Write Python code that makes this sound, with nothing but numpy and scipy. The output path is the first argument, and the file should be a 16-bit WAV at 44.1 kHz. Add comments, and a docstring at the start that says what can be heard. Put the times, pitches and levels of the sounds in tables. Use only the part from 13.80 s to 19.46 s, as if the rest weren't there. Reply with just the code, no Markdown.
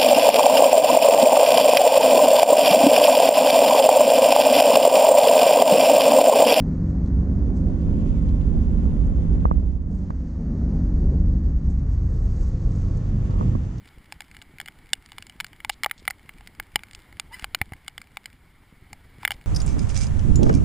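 """Wind-driven rain and ice pellets tick against a camera's plastic housing outdoors.
Each hit cracks and rings the shell for a few milliseconds; faint drizzle ticks on between the hits.
Some tiny droplets fizz in short showers, soft blows thump the case, and one drop pops on the left only.
Twice something wet slides over the shell with a rasp, squeaking the first time.
Behind lie the muffled wash of the storm and a low rush of wind, noises that swell together in the gusts."""
import sys
import numpy as np
from scipy import signal
from scipy.io import wavfile
from scipy.ndimage import uniform_filter1d

SR = 44100
rng = np.random.default_rng(int(sys.argv[2]) if len(sys.argv) > 2 else 0)


def persist_wave(psi):
    """Save psi, clipped to +-1, as 16-bit WAV."""
    counts = np.round(np.clip(psi, -1, 1) * 32767).astype(np.int16)
    wavfile.write(sys.argv[1], SR, np.atleast_2d(counts).T)


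N = 249606  # length of the scene in samples


def gain_of(db):
    """Turns decibels into a factor."""
    return 10 ** (np.asarray(db) / 20)


def evened(x):
    """Scales a signal to an average strength (rms) of 1."""
    return x / np.sqrt(np.mean(x ** 2) + 1e-20)


def read(points, hz):
    """Reads a spectrum between its points, along a log-frequency axis."""
    point_hz, value = np.transpose(points)
    return np.interp(np.log(hz + 1), np.log(point_hz + 1), value)


def add(mix, start_s, sound):
    """Mixes a sound in at a given time, cutting off what does not fit."""
    part = mix[max(round(start_s * SR), 0):][:len(sound)]
    part += sound[:len(part)]


def filtered(x, order, hz, kind):
    """Keeps only part of the pitch range, with a Butterworth filter."""
    return signal.lfilter(*signal.butter(order, hz, kind, fs=SR), x)


def noise(spectrum, patchy_db, flicker_db):
    """Coloured noise with small drifting patches and a quick flicker shared by all bands."""
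    hz = np.fft.rfftfreq(2048, 1 / SR)
    real, imaginary, patches = rng.standard_normal((3, N // 512 + 5, len(hz)))
    patches = uniform_filter1d(patches, size=4, axis=0)  # smooth over time
    patches = evened(uniform_filter1d(patches, size=12, axis=1, mode="wrap"))  # and over pitch
    frames = (real + 1j * imaginary) * gain_of(read(spectrum, hz) + patchy_db * patches)
    coloured = signal.istft(frames.T, nperseg=2048, noverlap=1536)[1][:N]
    flicker = uniform_filter1d(rng.standard_normal(N), size=600)
    flicker = evened(uniform_filter1d(flicker, size=350))
    return evened(coloured * gain_of(flicker_db * flicker))


# strength of the wind over time: (time_s, level_db before the wind's boost)
GUSTS = [(0.0, -55), (1.02, -56), (2.61, -55.5), (3.18, -52.5), (3.39, -53), (3.77, -54), (3.94, -56.5),
         (4.52, -58), (4.78, -59), (5.42, -52.5), (5.55, -47.5), (5.66, -60.5)]


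def gust_strength():
    """The wind's changing push, as a gain for every sample."""
    time_s, level_db = np.transpose(GUSTS)
    return gain_of(np.interp(np.arange(N) / SR, time_s, level_db))


# colour of the storm's wash heard through the case: (pitch_hz, relative level_db per Hz)
WASH_COLOUR = [(100, 2), (550, -8), (820, -1), (1100, -4), (1800, -2.5), (2230, 2.5), (2520, -12),
               (3000, -7), (4000, -14), (5000, -15.5), (6000, -27.5), (7000, -19), (9000, -18),
               (9450, -18.5), (9850, -12), (11000, -22), (12300, -32), (14200, -12.5), (14500, -19),
               (15150, -24), (15500, -39.5)]


def storm_wash(gust, level_db=-60, follow=0.49):
    """Distant rain blurs into noise; it gains `follow` dB for each dB of gust."""
    swell = evened(gust ** follow)
    return gain_of(level_db) * swell * noise(WASH_COLOUR, patchy_db=1, flicker_db=-0.8)


# colour of the wind on the case: (pitch_hz, relative level_db per Hz)
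WIND_COLOUR = [(8.8, -30), (15, 3), (27, -3.5), (70, -3.5), (157, -11), (210, -14), (269, -15),
               (408, -22.5), (600, -31.5), (780, -46), (1320, -120)]


def wind_rush(gust, boost_db=2.5):
    """Wind on the case makes a low, lumpy rush that follows the gusts fully."""
    return gain_of(boost_db) * gust * noise(WIND_COLOUR, patchy_db=1.5, flicker_db=2.7)


# colour of the eddies that differ between the two microphone ports: (pitch_hz, relative level_db per Hz)
EDDY_COLOUR = [(12, -33.5), (20, 13), (377, -3), (1780, -24), (2100, -27), (2690, -16.5), (4950, -12),
               (6010, -26), (7300, -17.5), (15000, -55)]


def wind_eddies(level_db=-76):
    """Faint eddies push the two ports in opposite directions, so left and right differ."""
    eddies = gain_of(level_db) * noise(EDDY_COLOUR, patchy_db=2, flicker_db=2)
    return eddies * np.array([[1], [-1]])


# soft blows and buffets that push the whole case: (start_s, level_db before softening, swing_hz)
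THUMPS = [(0.176, -35, 39.7), (0.738, -37.5, 107), (1.557, -36.5, 170), (2.061, -22.5, 390),
          (2.221, -33, 380), (2.452, -38, 100), (2.957, -24.5, 283), (3.627, -31.5, 35), (3.814, -17, 78.6),
          (3.9205, -24, 81), (4.925, -36, 178), (5.385, -34.5, 110)]


def thumps(damping=2, rise_s=0.00041, soft_hz=520):
    """A soft blow squeezes the air in the case: a quick push and one slow swing back."""
    out, t = np.zeros(N), np.arange(5000) / SR
    for start_s, level_db, swing_hz in THUMPS:
        swing = np.cos(2 * np.pi * swing_hz * t) * np.exp(-damping * swing_hz * t)
        onset = 1 - np.exp(-t / rise_s)
        add(out, start_s, -gain_of(level_db) * swing * onset)
    return filtered(out, 2, soft_hz, "lowpass")


# a drop that lands right on the left microphone port: (start_s, level_db before the leak)
PORT_DROP = (2.958, -16)


def port_drop(fall_s=0.0015, splash=0.2, splash_s=0.0023, leak_hz=110):
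    """A sharp push and a tiny splash, heard on the left only; the slow part leaks away."""
    out, t = np.zeros((2, N)), np.arange(1500) / SR
    wet = filtered(rng.standard_normal(len(t)), 1, 3000, "lowpass") * np.exp(-t / splash_s)
    push = -np.exp(-t / fall_s)
    pop = filtered(splash * wet + push, 2, leak_hz, "highpass")
    start_s, level_db = PORT_DROP
    add(out[0], start_s, gain_of(level_db) * pop)
    return out


# ways the housing rings: (pitch_hz before detuning, level_db before colouring,
# t60_s = time to fall by 60 dB at sustain 1)
SHELL = [(654, -15.5, 0.003), (816, -10.5, 0.022), (1110, -13.5, 0.01), (1390, -3.5, 0.0088),
         (1662, -1, 0.01), (2120, 3, 0.013), (2313, -7.5, 0.024), (2920, -5.5, 0.015), (3464, -5.5, 0.0077),
         (4104, -16.5, .015), (4590, -11, 0.0096), (4910, -12, 0.011), (5290, -14, 0.0096),
         (6725, -11, 0.0063), (7110, -14.5, 0.0091), (7390, -15, 0.011), (7810, -20.5, 0.014),
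         (8540, -11.5, 0.009), (9040, -15, 0.015), (9810, -11.5, 0.016), (10300, -14.5, 0.0081),
         (11500, -28.5, 0.02), (12800, -28.5, .02), (13130, -22, 0.0073), (14170, -11.5, 0.013),
         (14880, -17, .018)]


def ring(colour_db=0, spread_db=2, detune_hz=40, sustain=1):
    """The shell's answer to one blow; the spot that is struck sets each mode's sign and share."""
    pitch_hz, level_db, t60_s = np.transpose(SHELL)
    t = np.arange(1800)[:, None] / SR
    share, side, shift = rng.standard_normal((3, len(pitch_hz)))
    size = np.sign(side) * gain_of(level_db + colour_db + spread_db * share)
    decay = np.exp(-np.log(1000) * t / (t60_s * sustain))
    waves = np.cos(2 * np.pi * (pitch_hz + detune_hz * shift) * t)
    return (size * decay * waves).sum(1)


def patter(clicks, count=12, sustain=1):
    """Spreads a train of clicks over several spots of the shell, each with its own ring."""
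    spot = rng.integers(0, count, N)
    out = np.zeros(N)
    for k in range(count):
        out += signal.oaconvolve(clicks * (spot == k), ring(sustain=sustain))[:N]
    return out


# click level before ringing and spread, and how much the lee shelters
DRIZZLE_DB, LEE_DB = -54, -20
# the spell in which the housing is turned out of the drizzle
LEE_START_S, LEE_END_S = 4.55, 5.38


def drizzle(per_s=22, spread_db=2.5, low_hz=1900):
    """Small drops tick faintly and thinly on the shell, much more faintly in the lee."""
    t = np.arange(N) / SR
    sheltered = (t > LEE_START_S) & (t < LEE_END_S)
    extra_db = spread_db * np.minimum(rng.exponential(1, N), 2.5)  # a few drops are larger
    size = gain_of(DRIZZLE_DB + LEE_DB * sheltered + extra_db)
    clicks = size * (rng.random(N) < per_s / SR)
    return filtered(patter(clicks), 1, low_hz, "highpass")


# showers of tiny droplets: (start_s, end_s, level_db)
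SPRAYS = [(0.072, 0.092, -59.5), (1.905, 1.947, -53.5), (2.177, 2.208, -55.5), (5.517, 5.55, -55)]


def spray(per_s=420, low_hz=3300, high_hz=7800):
    """Tiny droplets land in quick showers and fizz as many short rings of the shell."""
    out = np.zeros(N)
    drops = patter(rng.random(N) < per_s / SR, sustain=0.32)
    fizz = filtered(drops, 3, [low_hz, high_hz], "bandpass")
    for start_s, end_s, level_db in SPRAYS:
        shower = evened(fizz[round(start_s * SR):round(end_s * SR)])
        add(out, start_s, gain_of(level_db) * shower)
    return out


# wet sliding over the shell, one row a stroke: (start_s, length_s, rasp level_db)
SLIDES = [(3.516, 0.135, -51.5), (5.4, 0.059, -52.5)]


def slide(scrapes_per_s=2500, sustain=0.97, fade_s=0.0073):
    """Random slips on the wet shell rasp for the length of each stroke."""
    out = np.zeros(N)
    slips = rng.standard_normal(N) * (rng.random(N) < scrapes_per_s / SR)
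    rasp = evened(patter(slips, count=2, sustain=sustain))
    for start_s, length_s, level_db in SLIDES:
        t = np.arange(0, length_s, 1 / SR)
        envelope = np.minimum(np.minimum(t, length_s - t) / fade_s, 1)  # fades in and out
        add(out, start_s, gain_of(level_db) * envelope * rasp[round(start_s * SR):][:len(t)])
    return out


# the first stroke catches and squeaks: it swells, then lets go at once
SQUEAK_S, SQUEAK_SWELL_S, SQUEAK_RELEASE_S, SQUEAK_DB = 3.508, 0.04, 0.0053, -36
# its slips speed up from a slow start to a steady rate
SLIP_START_HZ, SLIP_TOP_HZ, SLIP_GLIDE_S = 880, 1008, 0.028


def squeak(jitter=0.006, rough=0.42, swell_power=2.0, pure_db=-47.5, pure_s=0.013, sustain=0.89):
    """Regular stick and slip: a nearly pure note at first, then sharper, uneven slips that ring the shell."""
    out, t = np.zeros(N), np.arange(6000) / SR
    drift = evened(uniform_filter1d(rng.standard_normal(len(t)), size=80))
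    grip = evened(uniform_filter1d(rng.standard_normal(len(t)), size=80))
    glide = np.minimum(t / SLIP_GLIDE_S, 1) ** 2
    slip_hz = SLIP_START_HZ + (SLIP_TOP_HZ - SLIP_START_HZ) * glide
    turns = np.cumsum(slip_hz * (1 + jitter * drift)) / SR
    unevenness = 1 + rough * grip
    # the overtones make the sharp slips, the lowest tone the pure note
    slips = unevenness * sum(np.cos(2 * np.pi * k * turns) for k in range(2, 16))
    note = unevenness * np.sin(2 * np.pi * turns)
    swell = (t / SQUEAK_SWELL_S) ** swell_power
    release = np.exp((SQUEAK_SWELL_S - t) / SQUEAK_RELEASE_S)
    rung = evened(signal.oaconvolve(slips, ring(sustain=sustain))[:len(t)])
    add(out, SQUEAK_S, gain_of(SQUEAK_DB) * np.minimum(swell, release) * rung)
    note_envelope = t / pure_s * np.exp(1 - t / pure_s)  # peaks at pure_s
    add(out, SQUEAK_S, gain_of(pure_db) * note_envelope * evened(note))
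    return out


# the sheen above 9.4 kHz: its dB for a pellet of the given strength, and the dB it gains per dB of strength
SHEEN_DB, SHEEN_AT_DB, SHEEN_FOLLOW = 2, -28.5, 0.12
# the impacts that stand out; where and how hard a pellet lands sets its colour:
# (start_s, strength_db before the small strike trim, boom_db of the wall near 800 Hz,
# middle_db of the ring near 3 kHz, hard_db of the crack at 4-9 kHz)
PELLETS = [(0.3234, -32, 7, -3.5, 8.5), (0.4058, -32, 5, 7, 5.5), (0.4196, -41, 5, -1, 0),
           (0.514, -46, -19, 0, 5), (0.547, -42.5, -5, -2, -5), (0.5672, -41, -3, 4, 4),
           (0.617, -42, -6, 11.5, 3), (0.6222, -46.5, 6, 3, 9.5), (0.7848, -39.5, -14, 0, -4),
           (0.801, -28, 1, 3.5, 2.5), (0.8131, -36, 4, 4, 5.5), (0.8596, -40.5, 3, 8, 7),
           (0.877, -38.5, -10, 2, -1), (0.8843, -33.5, 8, 1, -4), (1.133, -19.5, -2.5, 14.5, 14),
           (1.2605, -47.5, 2, 8, 12), (1.3194, -44, 11, 10, 9), (1.383, -31.5, 4, 5.5, 3.5),
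           (1.4242, -38, -2, 7.5, 7), (1.4677, -45, 6, 6, 11.5), (1.497, -42.5, 1, 10, 7),
           (1.6017, -25, -2, 6, 3), (1.607, -26.5, 5, 8, 5), (1.645, -27, -1, -1.5, 1),
           (1.6663, -44, -3, 5, 9), (1.7312, -43, 0, 3.5, -3), (1.803, -37, -16, 0, -8),
           (1.8478, -26.5, 8.5, 4.5, 2), (1.895, -19, 6, -6, 0), (1.8978, -21.5, 7, 10, 4),
           (2.0345, -17, -23, -4, 3), (2.0445, -23.5, 9, 10, 3), (2.0611, -18.5, 14.5, -16, -16),
           (2.097, -40, -4, 0, -6), (2.112, -19.5, -12, -3, -9.5), (2.253, -41.5, -20, -8, 4.5),
           (2.2782, -14.5, 0, -4, -8), (2.3019, -38.5, 16, 5, 13), (2.307, -22, -9, -15, -0.5),
           (2.493, -34.5, -13.5, -1.5, -9), (2.6086, -50, 17, 5.5, 5), (2.6738, -37, -2, 1, 1),
           (2.7992, -22, 5, -28, -14), (2.958, -14.5, 6.5, 9, 6), (2.9923, -41, 4, 7, -11),
           (3.035, -35.5, -7, -18, 0), (3.1111, -45.5, 7, 5, 7), (3.133, -46, -3, 4, 12),
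           (3.1492, -43.5, 0, 14, 15), (3.3264, -43.5, 8.5, -4, -5), (3.3978, -28, 0.5, 11.5, 14.5),
           (3.5955, -38, 9, 6, 8), (3.6238, -38, 4, -11, -12), (3.6434, -24, 11.5, -2, 2),
           (3.7477, -16.5, 3.5, 2.5, 3.5), (3.815, -16.5, 10.5, -2.5, -5.5), (3.9213, -38.5, 15, -7, -10),
           (3.9347, -33.5, 1, -10, -6.5), (4.0805, -30, 2, 6, 8.5), (4.1794, -31, 5, 3.5, 2.5),
           (4.2163, -38, 0, -11, 5.5), (4.3708, -28.5, 8.5, 5, -14), (4.4577, -31.5, -8, 1.5, 6),
           (5.1305, -36, 11.5, -3, 7.5), (5.432, -39.5, 21.5, -11, -13), (5.4508, -13, 4.5, 3.5, -2.5),
           (5.477, -17, 0, -3, -8), (5.5069, -23.5, 7, 7.5, -1), (5.5177, -24, 5, 6, 2.5)]


def pellets(strike_db=-0.11, crack_db=-10, crack_s=0.00048, rebound=0.4, rebound_s=0.0008):
    """Each pellet cracks on contact and rings the shell; hard ones ring bright, soft ones boom."""
    out, t = np.zeros(N), np.arange(400) / SR
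    # sorts the shell's modes into boom, neutral, middle, hard and sheen
    zone = np.digitize(np.transpose(SHELL)[0], [1150, 2500, 3800, 9400])
    for start_s, strength_db, boom_db, middle_db, hard_db in PELLETS:
        sheen_db = SHEEN_DB + SHEEN_FOLLOW * (strength_db - SHEEN_AT_DB)
        colour_db = np.array([boom_db, 0, middle_db, hard_db, sheen_db])[zone]
        tick = ring(colour_db, spread_db=1, detune_hz=35)
        burst = rng.standard_normal(len(t)) * np.exp(-t / crack_s)
        crack = filtered(burst, 2, [2800, 10000], "bandpass")
        add(tick, 0, gain_of(hard_db + crack_db) * crack)
        hit = gain_of(strength_db + strike_db) * tick
        add(out, start_s, hit)
        # the pellet breaks up and touches again within a millisecond or so:
        # each tick gets its own ripple of resonances
        add(out, start_s + rebound_s * rng.uniform(0.5, 2), rebound * hit)
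    return out


# bands that the housing hardly passes: (pitch_hz, width_hz)
NULLS = [(6020, 920), (11750, 1200), (12300, 1600)]


def through_case(x, low_hz, high_hz=15300):
    """The way from shell to microphone cancels a few bands and loses both ends."""
    for pitch_hz, width_hz in NULLS:
        x = signal.lfilter(*signal.iirnotch(pitch_hz, pitch_hz / width_hz, SR), x)
    x = signal.sosfilt(signal.butter(2, low_hz, "highpass", fs=SR, output="sos"), x)
    return signal.sosfilt(signal.butter(6, high_hz, fs=SR, output="sos"), x)


def scene():
    """Everything that strikes the housing, over the storm."""
    shell = pellets() + drizzle() + spray() + slide() + squeak()
    blows = through_case(shell, low_hz=470) + thumps() + port_drop()
    gust = gust_strength()
    storm = storm_wash(gust) + wind_rush(gust) + wind_eddies()
    return blows + storm


def record(dry, ceiling=0.96, edge_hz=16300):
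    """The microphone rounds off the very sharpest peaks; then the highest treble is cut."""
    rounded = ceiling * np.tanh(dry / ceiling)
    treble_cut = signal.firwin(127, edge_hz, window=("kaiser", 9), fs=SR)
    return signal.oaconvolve(rounded, treble_cut[None], "same")


dry = scene()
out = record(dry)
persist_wave(out)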